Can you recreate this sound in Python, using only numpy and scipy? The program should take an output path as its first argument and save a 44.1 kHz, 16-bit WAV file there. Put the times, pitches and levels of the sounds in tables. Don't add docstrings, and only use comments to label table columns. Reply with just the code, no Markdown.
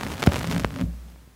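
import sys
import numpy as np
from scipy import signal
from scipy.fft import rfft, irfft
from scipy.io import wavfile
from scipy.ndimage import uniform_filter1d

SR = 44100
rng = np.random.default_rng(int(sys.argv[2]) if len(sys.argv) > 2 else 0)


def waveform_to_disk(signal):
    frames = np.transpose(np.atleast_2d(signal))
    scaled = np.clip(frames, -1, 1) * 32767
    samples = np.round(scaled).astype(np.int16)
    wavfile.write(sys.argv[1], SR, samples)


N = 59535
T = np.arange(N) / SR
STOP_S = 0.83


def amp(db):
    return 10 ** (np.asarray(db) / 20)


def curve(points, t):
    return np.interp(t, *np.transpose(points))


def spectrum_at(points, hz):
    f, db = np.transpose(points)
    return np.interp(np.log(hz + 1), np.log(f + 1), db)


def add(mix, start_s, sound):
    part = mix[max(round(start_s * SR), 0):][:len(sound)]
    part += sound[:len(part)]


def noise(spectrum):
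    gain = amp(spectrum_at(spectrum, np.fft.rfftfreq(N, 1 / SR)))
    x = irfft(rfft(rng.standard_normal(N)) * gain, N)
    return x / x.std()


def decay(db, t60_s):
    return amp(db - 60 * T / t60_s)


def pickup(size=4096):
    # f/Hz, gain/dB
    magnitude = [(20,-15),(55,0.5),(150,8),(500,1.9),(2000,-3.5),(6000,-11.5),(11000,-14),(15000,-17)]
    log_gain = np.log(amp(spectrum_at(magnitude, abs(np.fft.fftfreq(size, 1 / SR)))))
    response = np.exp(np.conj(signal.hilbert(log_gain)))
    return np.fft.rfftfreq(size, 1 / SR), response[:size // 2 + 1]


def flick(edge_hz, hz, response, lead=2.29):
    s = 1j * hz / edge_hz
    x = irfft(response * (lead * s - 1) / (1 + s) ** 3)
    return x / abs(x).max()


def dust(speed, full_speed_per_s=600, spread_db=5, level_db=-40):
    edges_hz = [2560, 5200, 8900, 15000]
    out, colour = np.zeros(N), pickup()
    for edge_hz in edges_hz:
        hit = rng.random(N) < speed * full_speed_per_s / len(edges_hz) / SR
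        size = amp(spread_db * np.minimum(rng.exponential(1, N), 3.2))
        polarity = rng.choice([-1, 1], N)
        out += signal.oaconvolve(hit * size * polarity, flick(edge_hz, *colour))[:N]
    return amp(level_db) * speed ** 1.8 * out


def surface(speed, level_db=-38.5, grain_db=5.0):
    # t/s, length/s, level/dB
    scuffs = [(.02,0.043,-41),(.095,0.046,-43),(0.189,0.014,-41),(0.261,0.011,-28),(0.493,0.047,-37.5),(0.793,0.033,-53),(0.819,0.048,-56),(1.071,.06,-62)]
    # f/Hz, relative density/dB
    wall_spectrum = [(100,-9),(400,0),(1000,-2),(2500,-9),(6000,-16),(15000,-23.5)]
    # f/Hz, relative density/dB
    scuff_spectrum = [(100,2),(600,12),(2000,-0.5),(6000,-2),(15000,-13.5)]
    flutter = uniform_filter1d(rng.standard_normal(N), size=60)
    grain = amp(grain_db * flutter / flutter.std())
    scuffed = np.zeros(N)
    for start_s, length_s, db in scuffs:
        add(scuffed, start_s, amp(db) * signal.windows.tukey(max(int(length_s * SR), 2)))
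    wall = amp(level_db) * speed ** 1.52 * noise(wall_spectrum)
    hiss = wall + scuffed * noise(scuff_spectrum)
    return hiss * grain / np.sqrt(np.mean(grain ** 2))


def rumble():
    # f/Hz, relative density/dB
    spectrum = [(20,-40),(45,-10),(65,2),(115,0.5),(175,0.5),(270,-4),(360,-19.5),(560,-13.5),(900,-43),(3000,-51)]
    # t/s, level/dB
    envelope = [(0,-36),(.06,-31),(.12,-32.5),(.19,-41),(.31,-29),(.44,-32),(.57,-28),(.63,-34),(.72,-39),(.78,-30),(.83,-30),(.9,-43),(1.0,-51.5),(1.35,-60)]
    return amp(curve(envelope, T)) * noise(spectrum)


def amplifier_hiss(level_db=-54.5, fade_from_s=0.95, fade_db_per_s=14):
    # f/Hz, relative density/dB
    spectrum = [(100,-8),(300,-6),(700,-7),(1500,-9),(3000,-14.5),(6000,-17),(15500,-20.5)]
    return amp(level_db - fade_db_per_s * np.maximum(T - fade_from_s, 0)) * noise(spectrum)


def clicks(gain_db=-0.96, crumbs=7, grit_db=-18, grit_edge_hz=7000, lead_s=0.0003, scatter_s=0.00065):
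    # t/s, level/dB, edge/Hz
    flaws = [(.0106,-14.5,3200),(0.014,-41,6200),(0.0295,-23,5800),(.0337,-13,5100),(0.0662,-17,2100),(0.117,-20.5,8000),
             (0.1204,-15.5,5660),(.1409,-21,5600),(.1587,-28.5,5000),(0.181,-21.5,4670),(0.2012,-24,9000),(0.2058,-23.5,6000),(0.2228,-11.5,6250),(0.2275,-10.5,4370),(.2284,-13,4400),(0.2297,-7.5,2900),(0.2384,-8.5,4900),(0.241,-17,4800),
             (.2637,-16,18000),(0.2704,-11,2000),(0.2719,-8.5,2500),(0.2732,-6.5,2150),(0.3162,-23,4800),(0.3188,-17.5,8550),(0.321,-11,2400),(0.3346,-12.5,14100),
             (0.3376,-24,5800),(0.3435,-11,3270),(0.359,-12,5250),(0.3652,-15,4140),(.3670,-14.5,4400),(.3735,-21,10000),(0.3825,-17.5,10000),
             (0.3905,-16.5,12000),(0.3948,-17,14000),(0.4126,-15,2370),(0.4304,-22,14900),(0.4438,-13.5,1852),(0.4476,-19,5800),(0.4734,-15.5,7950),
             (0.4988,-22,7000),(0.509,-23,12000),(0.5135,-11.5,5760),(0.5206,-22,10000),(0.5255,-15.5,4500),(0.547,-17.5,5800),(.5518,-25,4180),(0.5635,-13,2310),
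             (.5780,-17.5,16000),(.5810,-18,7000),(0.5974,-13,7660),(0.6021,-17.5,8000),(0.6363,-20,6000),(0.6449,-20,1750),(0.6468,-4,1620),(0.7063,-23,2600),(0.7413,-27,6000),
             (0.7613,-20,3300),(0.7724,-29,5800),(.7882,-23.5,2880),(0.7958,-22,2250),(0.8044,-24,4200),(.8130,-18.5,5000),(0.8216,-25.5,1800),(1.160,-41.5,1200)]
    out, colour = np.zeros(N), pickup()
    crumb = flick(grit_edge_hz, *colour)
    for start_s, db, edge_hz in flaws:
        add(out, start_s, amp(db + gain_db) * flick(edge_hz, *colour))
        grit = amp(db + grit_db) * min(2 * edge_hz / grit_edge_hz, 1) ** 2
        for offset, size in rng.standard_normal((crumbs, 2)):
            add(out, start_s - lead_s + offset * scatter_s, size * grit * crumb)
    return out


def deck_bounce(feet_hz=60, rise_s=0.014, turning_t60_s=0.18, stop_db=-26.5, stop_t60_s=1.15):
    # t/s, level/dB
    jolts = [(.05,-44),(.585,-23),(.648,-19),(.834,-23.5)]
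    sway, rise = np.zeros(N), np.minimum(T / rise_s, 1)
    for start_s, db in jolts:
        add(sway, start_s, rise * decay(db, turning_t60_s))
    add(sway, STOP_S, rise * decay(stop_db, stop_t60_s))
    return sway * np.sin(2 * np.pi * feet_hz * T)


def arm_thumps(end_hz=63.4, sag_s=0.0037, subsonic_hz=38):
    # t/s, level/dB, initial f/Hz, rise/s, decay constant/s
    jolts = [(.2730,1,326,.0016,0.0086),(0.542,-14,141,0.0026,0.0032),(.5630,-19,263,0.0018,0.007),(0.6474,-22,170,0.0019,.005),(0.811,-23,260,.003,0.0064),(0.8377,-10.5,240,0.0046,0.0064),(1.275,-36.5,298,0.0022,.005)]
    out = np.zeros(N)
    for start_s, db, start_hz, rise_s, fade_s in jolts:
        hz = end_hz + (start_hz - end_hz) * np.exp(-T / sag_s)
        envelope = np.sin(np.pi / 2 * np.minimum(T / rise_s, 1)) ** 2 * np.exp(-T / fade_s)
        add(out, start_s, amp(db) * envelope * np.sin(2 * np.pi * np.cumsum(hz) / SR))
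    return signal.sosfilt(signal.butter(2, subsonic_hz, "high", fs=SR, output="sos"), out)


def arm_ring(scar_s=0.275):
    # f/Hz, level/dB, t60/s
    modes = [(288,-33,0.29),(415,-52,0.11),(567.4,-26.5,0.26)]
    out = np.zeros(N)
    for hz, db, t60_s in modes:
        add(out, scar_s, decay(db, t60_s) * np.sin(2 * np.pi * hz * T))
    return out


def casing_groan(low_hz=172.1, waver_depth=0.03546, smooth_samples=1500):
    # t/s, low mode level/dB, upper modes level/dB
    drive = [(.3,-66,-62),(.45,-42,-52),(.49,-28.5,-42),(.535,-33.5,-44.5),(.572,-23,-33),(.62,-42,-53),(.69,-50,-67),(.76,-52,-40),(.82,-23.5,-26.5),(.86,-38,-44),(0.901,-35.5,-62),(.99,-59.5,-85),(1.12,-55.5,-70),(1.35,-68.5,-84)]
    # f/Hz, relative level/dB
    upper_modes = [(262,-0.5),(560,-18)]

    def tone(hz):
        waver = uniform_filter1d(rng.standard_normal(N), smooth_samples)
        waver = uniform_filter1d(waver, smooth_samples)
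        pitch_hz = hz * (1 + waver_depth * waver / waver.std())
        return np.sqrt(2) * np.sin(2 * np.pi * np.cumsum(pitch_hz) / SR)

    times_s, low_db, upper_db = np.transpose(drive)
    upper = sum(amp(db) * tone(hz) for hz, db in upper_modes)
    low = tone(low_hz)
    return amp(np.interp(T, times_s, low_db)) * low + amp(np.interp(T, times_s, upper_db)) * upper


def scene():
    # t/s, fraction of full speed
    platter = [(0,0.91),(.52,0.87),(.62,0.62),(.7,0.35),(.81,0.49),(.845,0.43)]
    # t/s, gain/dB
    wear = [(0,0),(.12,0),(.165,-4),(.21,1),(.29,0.5),(.36,4),(.45,0.5),(.53,2.5)]
    speed = curve(platter, T) * (T < STOP_S)
    groove = amp(curve(wear, T)) * (dust(speed) + surface(speed))
    stylus = groove + clicks() + rumble()
    body = deck_bounce() + arm_thumps() + arm_ring() + casing_groan()
    return (stylus + body + amplifier_hiss())[None]


def record(dry, cutoff_hz=15830):
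    lowpass = signal.firwin(511, cutoff_hz, window=("kaiser", 9), fs=SR)
    return signal.oaconvolve(dry, lowpass[None], "same")


dry = scene()
out = record(dry)
waveform_to_disk(out)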